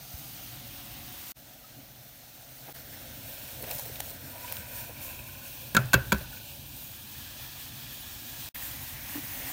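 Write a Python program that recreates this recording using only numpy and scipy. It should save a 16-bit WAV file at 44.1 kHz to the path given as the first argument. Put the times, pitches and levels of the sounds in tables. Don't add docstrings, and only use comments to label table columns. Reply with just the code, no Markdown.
import sys
import numpy as np
from scipy import signal
from scipy.fft import rfft, irfft
from scipy.io import wavfile
from scipy.ndimage import uniform_filter1d, map_coordinates

SR = 44100
rng = np.random.default_rng(int(sys.argv[2]) if len(sys.argv) > 2 else 0)


def digitize_waveform(pressure):
    field = np.atleast_2d(pressure).T
    bounded = np.clip(field, -1, 1)
    quanta = np.round(bounded * 32767).astype(np.int16)
    wavfile.write(sys.argv[1], SR, quanta)


def field_ratio(decibels):
    return 10 ** (np.asarray(decibels, dtype=float) / 20)


N = 419832

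# time in seconds, place
POT_COVER = [(0, 1), (1.33, -0.5), (1.34, 1.5), (2.6, 1.5), (3.3, 2.5), (4.3, 2), (5.2, 2.5), (6.4, 3),
             (6.8, 3.35), (7.2, 4), (8.5, 4), (8.55, 4.5), (9.1, 5), (9.52, 5)]
# frequency in Hz, density in dB per Hz.
OPEN_COLOUR = [(240, -45), (400, -29), (470, -22), (555, 1), (630, -26), (708, 3), (800, -9), (1300, -11.5),
               (2100, -8.5), (2600, -7), (3340, -5), (4970, -10), (6500, -13.5), (8450, -38), (14300, -120)]
FULL_BOWL_COLOUR = [(240, -54), (400, -19), (542, -10.5), (778, -4.5), (864, -13), (1070, -18),
                    (1280, -12.5), (1800, -17.5), (1950, -16.5), (2560, -13.5), (4800, -11), (5460, -15),
                    (6500, -9), (8450, -51), (14300, -120)]
TIPPING_COLOUR = [(240, -56), (400, -15), (548, 0.5), (742, -4), (971, -12), (1090, -17.5), (1530, -5.5),
                  (2050, -8), (2300, -10), (4420, -8.5), (4860, -16), (5330, -8.5), (6500, -16.5),
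                  (8450, -37), (14300, -120)]
EMPTY_BOWL_COLOUR = [(240, -41), (400, -26), (530, -0.5), (680, -7), (900, -4.5), (1020, -9.5), (1250, -19),
                     (1500, -9), (1740, -10), (1950, -17.5), (2150, -14.5), (2300, -6), (2440, -4),
                     (3850, -4.5), (5460, -10), (6500, -12), (8450, -34), (14300, -120)]
FILLED_COLOUR = [(240, -45), (400, -26), (480, -7.5), (560, -8.5), (720, -4.5), (1100, -8.5), (1480, -8),
                 (1680, -1.5), (1900, -7), (2200, -9.5), (2480, -0.5), (2750, -5), (3300, -0.5),
                 (5000, -5.5), (6500, -8.5), (8450, -16), (14300, -120)]
STIRRED_COLOUR = [(240, -50), (400, -28), (523, -2.5), (623, -6.5), (717, -1.5), (1310, -8), (1820, -0.5),
                  (2530, -2), (3050, -4), (3380, -4.5), (6500, -9), (8450, -39), (14300, -120)]
# frequency in Hz, density in dB per Hz.
FIZZ_COLOUR = [(3240, -38), (5500, -10.5), (7060, -6), (7590, -8.5), (8640, -4), (10400, -8.5),
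               (11700, -2.5), (14800, 2.5), (15400, 6), (16000, -13.5)]
# frequency in Hz, density in dB per Hz.
FLAME_COLOUR = [(15, -40), (25, -2), (48, -4.5), (119, -1), (139, -1.5), (161, -16), (223, -8.5), (281, -9),
                (353, -17), (380, -18), (450, -32.5), (580, -53), (990, -120)]
# frequency in Hz, density in dB per Hz.
SHADED_FLAME_COLOUR = [(15, -52), (25, -4), (97, -23), (125, 2), (171, -14), (258, -14), (288, -10),
                       (409, -31.5), (450, -23), (580, -48), (990, -120)]
# time in seconds, level in dB.
WATER_LEVEL = [(0, -51), (0.7, -49), (1.32, -46.5), (1.35, -56.5), (1.7, -55.5), (2.4, -54.5),
               (2.72, -53.5), (2.75, -52), (3.5, -48.5), (4.3, -50), (5.3, -52), (5.72, -50.5), (6.3, -50),
               (6.75, -51.5), (7.4, -47.5), (8.5, -48), (8.56, -47.5), (9.52, -44.5)]
# place as in the cover, level in dB.
FOAM_OVER_SIMMER = [(-.5, 2), (.5, 2.5), (1.5, 2.5), (2.5, 3.5), (3, 2.5), (3.4, 5.5), (4, 2.5), (5, 5)]
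# place as in the cover, level in dB.
FLAME_LEVEL = [(-.5, -47), (.5, -50.5), (1.5, -56), (2, -49.5), (3, -50.5), (4, -51), (5, -49)]
# time in
# seconds, change # in dB (negative for a lull), length in seconds.
SHAKE_SWELLS = [(0.237, 2.5, 0.12), (2.63, 3, 0.14), (3.658, 2.5, 0.1), (3.763, 5, 0.18), (4.074, 3, 0.075),
                (4.195, -1, 0.037), (4.3, 2, 0.073), (4.508, 5.5, 0.14), (4.77, 7, 0.1), (5.036, 6.5, 0.13),
                (5.354, 2.5, .06), (5.478, 3, 0.14), (3.38, -2.5, .07), (8.41, 3, .07), (8.647, 3, 0.15),
                (8.985, -1, .08), (9.145, 1.5, 0.034)]
# start in seconds, peak in dB, thud in dB, crack in dB, favoured note in Hz.
RIM_KNOCKS = [
    (5.7483, -14.5, -6, -1, 1530),
    (5.7664, -5, -15, -9.5, 1448),
    (5.7894, -30, -5, -20, 1480),
    (5.9325, -9, -27, -3, 1496),
    (5.9404, -4, -8, -6, 1600),
    (5.9645, -34, -15, -20, 1470),
    (6.1203, -11, -21, -10, 1590),
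    (6.1253, -12.5, -4, -6.5, 1450),
    (6.144, -26, -2, -20, 2330),
]
# frequency in Hz, level in dB, t60 in seconds.
BOWL_WALL = [(1374, -3, 0.056), (1496, 5, 0.05), (1560, -4, 0.065), (1645, -3.5, 0.034), (2240, -4, 0.044),
             (2330, 3, 0.026), (2590, -5, 0.038), (3324, -6, 0.037), (3700, 1, 0.016), (4040, 1, 0.015),
             (4600, -6, 0.025), (6750, 0, 0.019), (7450, 1.5, 0.016)]
# frequency in Hz, level in dB, t60 in seconds.
BOWL_RIM = [(385, -4.5, 0.17), (498, 4, 0.031), (546, -1.5, 0.11), (622, 1.5, 0.026), (740, -3, 0.028),
            (986, 4, 0.046), (1104, 6, 0.034)]
# frequency in Hz, level in dB, t60 in seconds.
POT_MODES = [(68.4, -13.5, 0.29), (127.4, -18, 0.27), (174, -1, 0.071), (200.4, 2, 0.1), (272, -4, 0.062)]
# start in seconds, peak in dB, frequency in Hz, t60 in seconds.
BOWL_PEALS = [(5.7495, -24, 1500, .02), (5.7515, -20, 1650, .06), (5.7665, -18, 4030, .012),
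              (5.9325, -17, 4350, .012), (5.9405, -22, 388, .09), (5.9435, -20, 205, .08),
              (5.782, -36, 560, .08), (5.9405, -20, 545, .05), (5.9415, -21, 7200, .015),
              (5.9415, -21, 6000, .012), (5.978, -31, 540, .06), (5.7495, -27, 2700, .025),
              (5.7665, -18, 530, .035), (5.767, -13, 1500, .03), (5.767, -17, 1770, .015),
              (5.7705, -10.5, 1380, 0.048), (5.8, -42, 2500, .12), (5.815, -39, 1485, .08),
              (5.795, -34, 1450, .05), (5.9345, -13, 1560, .035), (5.934, -20, 1100, .03),
              (5.9422, -7, 1575, .022), (5.941, -17, 2670, 0.05), (5.9438, -18, 1750, 0.021),
              (5.9497, -18, 1420, 0.039), (5.965, -27, 1450, .05), (5.99, -35, 1560, .08),
              (6.002, -37, 1500, .12), (5.96, -34, 2620, .08), (6.121, -13.5, 1568, 0.038),
              (6.122, -21, 962, .045), (6.135, -28, 1480, .03), (6.143, -25, 1500, .04),
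              (6.157, -36, 1500, .14), (6.19, -50, 2550, .08), (6.236, -45, 1480, 0.092),
              (6.245, -47, 960, .08), (6.41, -49, 1480, 0.1)]
# start in seconds, peak in dB, frequency in Hz,
# t60 in seconds.
POT_THROBS = [(5.782, -20.5, 126, 0.22), (5.835, -26, 124, .15), (5.949, -16, 123.6, 0.15),
              (6.06, -33, 110.6, 0.22), (6.128, -26, 66, 0.21), (6.205, -34, 121, .15),
              (3.745, -32.5, 129, .1), (3.82, -37, 129, 0.093), (4.509, -40, 130, .08),
              (4.59, -39, 194, 0.094), (9.225, -35.5, 126, 0.14), (9.285, -42, 125, 0.13)]
# start in seconds, tick in dB, slap in dB, slap frequency in Hz.
KERNEL_HITS = [(2.68, -44, -43, 1000), (4.0013, -28, -36, 5000), (4.446, -34, -42, 1600),
               (4.481, -34, -42, 2580), (3.7108, -22, -45, 8000), (3.7522, -32, -50, 8000),
               (3.724, -36, -40, 6000), (3.625, -22, -43, 5000), (3.6398, -24, -35.5, 1670),
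               (3.6646, -35, -46, 1620), (3.7022, -31, -37, 1940), (3.709, -20, -44, 8000),
               (3.713, -28, -27.5, 4080), (3.721, -42, -36, 2300), (3.7494, -23, -46, 8060),
               (3.7614, -29, -45, 2970), (3.7824, -27, -32, 5080), (3.7874, -24, -36, 8370),
               (3.795, -19, -33, 4000), (3.822, -31, -48, 1850), (3.8556, -25, -43, 6230),
               (3.8612, -29, -42, 2450), (3.8806, -27, -56, 2320), (3.958, -36, -38, 2800),
               (4.0035, -14, -27.5, 3000), (4.0043, -30, -27, 7000), (6.183, -40, -39, 8000),
               (4.1045, -26, -39, 5570), (4.1154, -40, -43, 1530), (4.497, -29, -50, 2560),
               (4.5232, -16, -33, 1670), (4.556, -27, -46, 1510), (4.568, -25, -33, 3240),
               (5.8568, -34, -39, 7000), (6.214, -39, -47, 2500), (9.157, -32.5, -38, 1500),
               (9.17, -38, -41, 2200), (3.644, -36, -39, 2200), (3.686, -38, -41, 2000),
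               (3.692, -38, -41, 2600), (3.727, -40, -41, 1800), (3.745, -40, -43, 2400),
               (3.766, -40, -43, 2500), (4.097, -36, -38, 5000), (4.111, -36, -42, 5500),
               (9.185, -40, -42, 2300)]
# centre in seconds, level in dB,
# length in seconds, centre frequency in Hz.
SPLASH_BURSTS = [(2.686, -52, 0.022, 680), (3.611, -51, 0.011, 550), (3.639, -43, 0.014, 550),
                 (3.683, -48, 0.015, 580), (3.714, -45, 0.016, 640), (3.795, -47, .01, 696),
                 (3.866, -48, .015, 590), (3.897, -48.5, .008, 470), (4.009, -47, 0.0088, 580),
                 (4.114, -47, .008, 570), (4.365, -49, 0.021, 650), (4.454, -53, 0.018, 1900),
                 (4.525, -46, .01, 680), (4.9, -47, 0.018, 550), (4.72, -56, 0.018, 540),
                 (5.0, -57, .01, 600), (5.195, -49, 0.0088, 700), (9.174, -50, 0.015, 920),
                 (9.418, -56, 0.053, 570), (3.697, -55, .07, 2100), (3.72, -51, 0.11, 610),
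                 (9.32, -55, .04, 2110), (9.24, -55, 0.016, 260), (9.185, -44.5, 0.018, 286),
                 (4.521, -53.5, 0.073, 4100), (2.69, -52, .015, 320), (2.69, -56, .015, 1500),
                 (9.165, -50, .018, 2300), (9.155, -50, .006, 800), (9.49, -56, .04, 250),
                 (9.44, -53.5, .08, 1930), (9.12, -53, .04, 3100), (3.64, -52, .015, 2500)]
# start in seconds, peak in dB, frequency in Hz,
# decay in cycles.
LONE_TONES = [(0.138, -30, 74, 1.3), (1.64, -50.5, 1260, 32), (5.286, -45, 1490, 30),
              (5.0067, -42, 2360, 14), (5.3514, -44, 2690, 14), (4.8, -43, 2670, 14),
              (5.543, -45, 2690, 14), (6.327, -47, 1720, 16), (5.196, -44, 1600, 10),
              (5.148, -44, 3000, 8), (5.193, -41, 3000, 8), (4.78, -46, 1700, 20), (4.835, -49, 1500, 40),
              (9.46, -42, 690, 8), (9.5, -44, 780, 5), (5.35, -47, 1500, 20), (5.415, -47.5, 1480, 55),
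              (4.004, -28.5, 1760, 5.7), (3.9575, -33, 2500, 4), (3.9578, -33, 3700, 5),
              (4.0035, -33, 2900, 5), (3.713, -32, 4000, 6), (3.7875, -37, 5700, 7),
              (5.886, -44, 2600, 30), (5.148, -40, 2530, 14), (5.19, -35.5, 2530, 22),
              (5.921, -38, 2650, 16), (6.327, -43, 1450, 39), (7.2, -49, 1740, 14), (6.37, -47, 1500, 35),
              (6.37, -44, 2400, 16), (6.37, -48, 1800, 10), (4.522, -41, 970, 12),
              (8.557, -33, 2100, 4.6), (8.561, -32.5, 1800, 6), (8.624, -31, 1800, 4.3),
              (9.154, -29, 289, 9.9), (9.172, -37, 250, 6.6), (9.146, -33, 1710, 6.8),
              (4.5, -40, 544, 5.8), (3.709, -34, 520, 6.2), (4.441, -39, 970, 34), (5.1, -46, 1600, 40),
              (4.481, -42, 3000, 25), (4.355, -51, 720, 14), (5.46, -46, 1520, 14), (6.21, -37, 580, 7.3),
              (4.003, -29, 750, 3), (5.1, -44, 2700, 14), (5.455, -40, 2620, 14)]
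# time in seconds, level in dB.
SLIDE_LEVEL = [(4.1, -75), (4.3, -64), (4.44, -58.5), (4.9, -58), (5.6, -60), (5.74, -66), (5.76, -100)]
# frequency in Hz, width in Hz, level in dB,
# change in dB as the bowl empties.
SLIDE_NOTES = [(970, 71, -2.5, -2), (1500, 140, -1.5, -11), (2450, 300, 0.5, 1)]
# cut in seconds, length of the old scene's remnant in seconds,
# new scene full at in seconds, its fade-in in seconds.
SCENE_JOINS = [
    (1.32, .016, 1.37, .033),
    (2.727, .02, 2.752, .036),
    (8.49, .034, 8.547, .005),
]


def unit(x):
    return x / np.sqrt(np.mean(x ** 2) + 1e-20)


def along(points, hz):
    f, v = np.transpose(points)
    return np.interp(np.log(hz + 1), np.log(f + 1), v)


def curves(rows, t):
    s, *cols = np.transpose(rows)
    return [np.interp(t, s, c) for c in cols]


def wobble(rate):
    knots = rng.standard_normal(int(N * rate / SR) + 4)
    return map_coordinates(knots, [np.arange(N) * rate / SR])


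def band(x, lo_hz, hi_hz):
    return signal.sosfilt(signal.butter(2, [lo_hz, hi_hz], "band", fs=SR, output="sos"), x)


def add(track, s, sound):
    track[round(s * SR):][:len(sound)] += sound


def coloured(x, spectra, place, patchy_db, size=1024):
    hz, t, z = signal.stft(x, SR, nperseg=size)
    shapes = np.array([along(s, hz) for s in spectra])
    shapes -= 10 * np.log10(np.mean(10 ** (shapes / 10), axis=1, keepdims=True))
    distance = abs(curves(place, t)[0] - np.arange(len(spectra))[:, None])
    share = np.clip(1 - distance, 0, 1)
    field = uniform_filter1d(rng.standard_normal(z.shape), size=9, axis=0)
    field = uniform_filter1d(field, size=5, axis=1)
    gain = field_ratio(shapes.T @ share + patchy_db * unit(field))
    return unit(signal.istft(z * gain, SR, nperseg=size)[1][:N])


def grains(count, hz, spread, cycles, size):
    when, loud = rng.random(count), rng.random(count) ** 3
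    pitch = np.clip(hz * np.exp(spread * rng.standard_normal(count)), 300, 17000)
    turns = pitch[:, None] * np.arange(size) / SR
    shape = loud[:, None] * np.sin(2 * np.pi * turns) * np.exp(-turns / cycles)
    at = (when * N).astype(int)[:, None] + np.arange(size)
    return unit(np.bincount(at.ravel(), shape.ravel(), N + size)[:N])


def ring(modes, t, rise, note_hz=0, turn=1):
    hz, db, t60 = np.transpose(modes)[:, :, None]
    level = db + 2.0 * rng.standard_normal(hz.shape) + 4 * np.exp(-((hz - note_hz) / 60) ** 2)
    phase = 2 * np.pi * turn * rng.random(hz.shape)
    tones = field_ratio(level - 60 * t / t60) * np.sin(2 * np.pi * hz * t + phase)
    return np.sum(tones, axis=0) * (1 - np.exp(-t / rise))


def puff(t, lo_hz, hi_hz, t60, rise=0.00016):
    envelope = field_ratio(-60 * t / t60) * (1 - np.exp(-t / rise))
    burst = band(rng.standard_normal(len(t)) * envelope, lo_hz, hi_hz)
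    return burst / abs(burst).max()


def shakes_db(t):
    rise_over_fall = 0.46
    swell = 0
    for s, db, length in SHAKE_SWELLS:
        side = length * np.where(t < s, rise_over_fall, 1)
        swell = swell + db * np.exp(-((t - s) / side) ** 2)
    return swell


def simmering_water():
    t = np.arange(N) / SR
    level_db, place, swell_db = curves(WATER_LEVEL, t)[0], curves(POT_COVER, t)[0], shakes_db(t)
    surge = wobble(14)
    simmer_db = level_db + 0.41 * swell_db + 0.21 * wobble(4.2) + 0.65 * surge
    fizz_db = level_db + curves(FOAM_OVER_SIMMER, place)[0] + swell_db
    fizz_db = fizz_db + 0.12 * wobble(5.7) + 0.92 * surge + 0.79 * wobble(48)
    water = 1.87 * rng.standard_normal(N)
    water += 0.27 * grains(count=16000, hz=2760, spread=0.68, cycles=1.7, size=160)
    colours = [OPEN_COLOUR, FULL_BOWL_COLOUR, TIPPING_COLOUR, EMPTY_BOWL_COLOUR, FILLED_COLOUR, STIRRED_COLOUR]
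    simmer = coloured(water, colours, POT_COVER, patchy_db=0.85)
    foam = 1.4 * rng.standard_normal(N)
    foam += 0.35 * grains(count=60000, hz=11300, spread=0.32, cycles=1.7, size=40)
    fizz = coloured(foam, [FIZZ_COLOUR], [(0, 0.026)], patchy_db=1.55)
    return field_ratio(simmer_db) * simmer + field_ratio(fizz_db) * fizz


def knocks():
    out, t = np.zeros(N + SR), np.arange(SR // 2) / SR
    for s, db, thud_db, crack_db, note_hz in RIM_KNOCKS:
        wall = field_ratio(db - 14.5) * ring(BOWL_WALL, t, rise=0.00066, note_hz=note_hz, turn=0.46)
        rim = field_ratio(-24.5 + 0.59 * db) * ring(BOWL_RIM, t, rise=0.00088)
        thud = field_ratio(db + thud_db - 4) * ring(POT_MODES, t, rise=0.0017, turn=0)
        crack = field_ratio(-6) * puff(t, 3300, 9800, t60=0.02)
        crack += field_ratio(-1.5) * puff(t, 11200, 17100, t60=0.017, rise=0.00022)
        crack += field_ratio(-13) * puff(t, 12000, 16000, t60=0.081)
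        clank = field_ratio(db - 12.0) * puff(t, 500, 4800, t60=0.048)
        hum = field_ratio(db - 28.5) * puff(t, 1400, 1680, t60=0.5)
        hum += field_ratio(db - 33) * puff(t, 2440, 2720, t60=0.25)
        rattle = field_ratio(db - 24) * puff(t, 95, 1700, t60=0.39)
        shudder = field_ratio(db - 31.5) * puff(t, 40, 155, t60=1.3, rise=0.051)
        add(out, s, wall + rim + thud + field_ratio(db + crack_db) * crack + clank + hum + rattle + shudder)
    return out[:N]


def peals():
    out, t = np.zeros(N + SR), np.arange(SR // 4) / SR
    rise_s = 0.0014
    for s, db, hz, t60 in BOWL_PEALS:
        envelope = field_ratio(db + 0.5 - 60 * t / t60) * (1 - np.exp(-(t / rise_s) ** 2))
        add(out, s, envelope * np.sin(2 * np.pi * hz * t))
    return out[:N]


def throbs():
    out, t = np.zeros(N + SR), np.arange(SR // 2) / SR
    rise_s = 0.0081
    for s, db, hz, t60 in POT_THROBS:
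        envelope = field_ratio(db + 1.5 - 60 * t / t60) * (1 - np.exp(-(t / rise_s) ** 2))
        add(out, s, envelope * np.sin(2 * np.pi * hz * t))
    return out[:N]


def kernels():
    out, t = np.zeros(N + SR), np.arange(SR // 10) / SR
    for s, tick_db, slap_db, hz in KERNEL_HITS:
        tick = field_ratio(tick_db - 0.5) * puff(t, 11500, 21200, t60=0.012, rise=0.00052)
        slap = field_ratio(slap_db + 3.5) * puff(t, .5 * hz, 2 * hz, t60=0.0091, rise=0.00026)
        plop = field_ratio(-42 + 0.39 * slap_db) * puff(t, 530, 790, t60=0.074)
        add(out, s, tick + slap + plop)
    return out[:N]


def splashes():
    out, t = np.zeros(N + SR), np.arange(-SR // 5, SR // 5) / SR
    wide = 1.32
    for s, db, length, hz in SPLASH_BURSTS:
        drops = rng.standard_normal(len(t)) * (rng.random(len(t)) < .05)
        patter = unit(band(drops, hz / wide, hz * wide))
        add(out, s + t[0], field_ratio(db) * patter * np.exp(-(t / length) ** 2))
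    return out[:N]


def lone_tones():
    out, t = np.zeros(N + SR), np.arange(SR // 5) / SR
    for s, db, hz, cycles in LONE_TONES:
        age = t * hz / cycles
        tone = np.sin(2 * np.pi * hz * t * (1 + 0.0085 * age))
        add(out, s, field_ratio(db + 3.0) * tone * (1 - np.exp(-8.5 * age)) * np.exp(-2.2 * age))
    return out[:N]


def slide():
    t = np.arange(N) / SR
    level_db = np.where(t < SLIDE_LEVEL[0][0], -120, curves(SLIDE_LEVEL, t)[0]) + 0.43 * shakes_db(t)
    empty = np.interp(t, (4.78, 5.5), [0, 1])
    note_rise = 0.051
    taps = rng.standard_normal(N) * (rng.random(N) < .04)
    out = np.zeros(N)
    for hz, width, db, change_db in SLIDE_NOTES:
        high_hz = hz * (1 + note_rise)
        full_note = unit(band(taps, hz - width / 2, hz + width / 2))
        empty_note = unit(band(taps, high_hz - width / 2, high_hz + width / 2))
        gain = field_ratio(level_db + db + change_db * empty + 1.3 * wobble(21.96))
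        out += gain * (np.sqrt(1 - empty) * full_note + np.sqrt(empty) * empty_note)
    return out


def flame():
    place = curves(POT_COVER, np.arange(N) / SR)[0]
    level_db = curves(FLAME_LEVEL, place)[0] + 1.04 * wobble(8) + 0.9 * wobble(25)
    colours = [FLAME_COLOUR, SHADED_FLAME_COLOUR] + 4 * [FLAME_COLOUR]
    return field_ratio(level_db) * coloured(rng.standard_normal(N), colours, POT_COVER, patchy_db=-0.5, size=4096)


def joins():
    t, gain = np.arange(N) / SR, np.ones(N)
    for cut, lasts, full, fade in SCENE_JOINS:
        remnant = field_ratio(-20) * np.clip(1 - (t - cut) / lasts, 0, 1)
        fade_in = np.clip(1 - (full - t) / fade, 0, 1) ** 2.2
        gain = gain * np.where(t < cut, 1, np.maximum(remnant, fade_in))
    return gain


def scene():
    pot = simmering_water() + flame() + throbs()
    bowl = knocks() + peals() + slide()
    corn = kernels() + splashes() + lone_tones()
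    return np.tile(pot + bowl + corn, (2, 1))


def band_limit(x):
    return signal.sosfilt(signal.butter(12, 16990, fs=SR, output="sos"), x)


def record(dry):
    heard = signal.sosfilt(signal.butter(4, 40, "high", fs=SR, output="sos"), dry)
    top_hz = 15950
    heard = irfft(rfft(heard) * (np.fft.rfftfreq(N, 1 / SR) < top_hz), N)
    heard = heard / (1 + abs(heard / .8) ** 4) ** .25
    return band_limit(heard * joins())


dry = scene()
out = record(dry)
digitize_waveform(out)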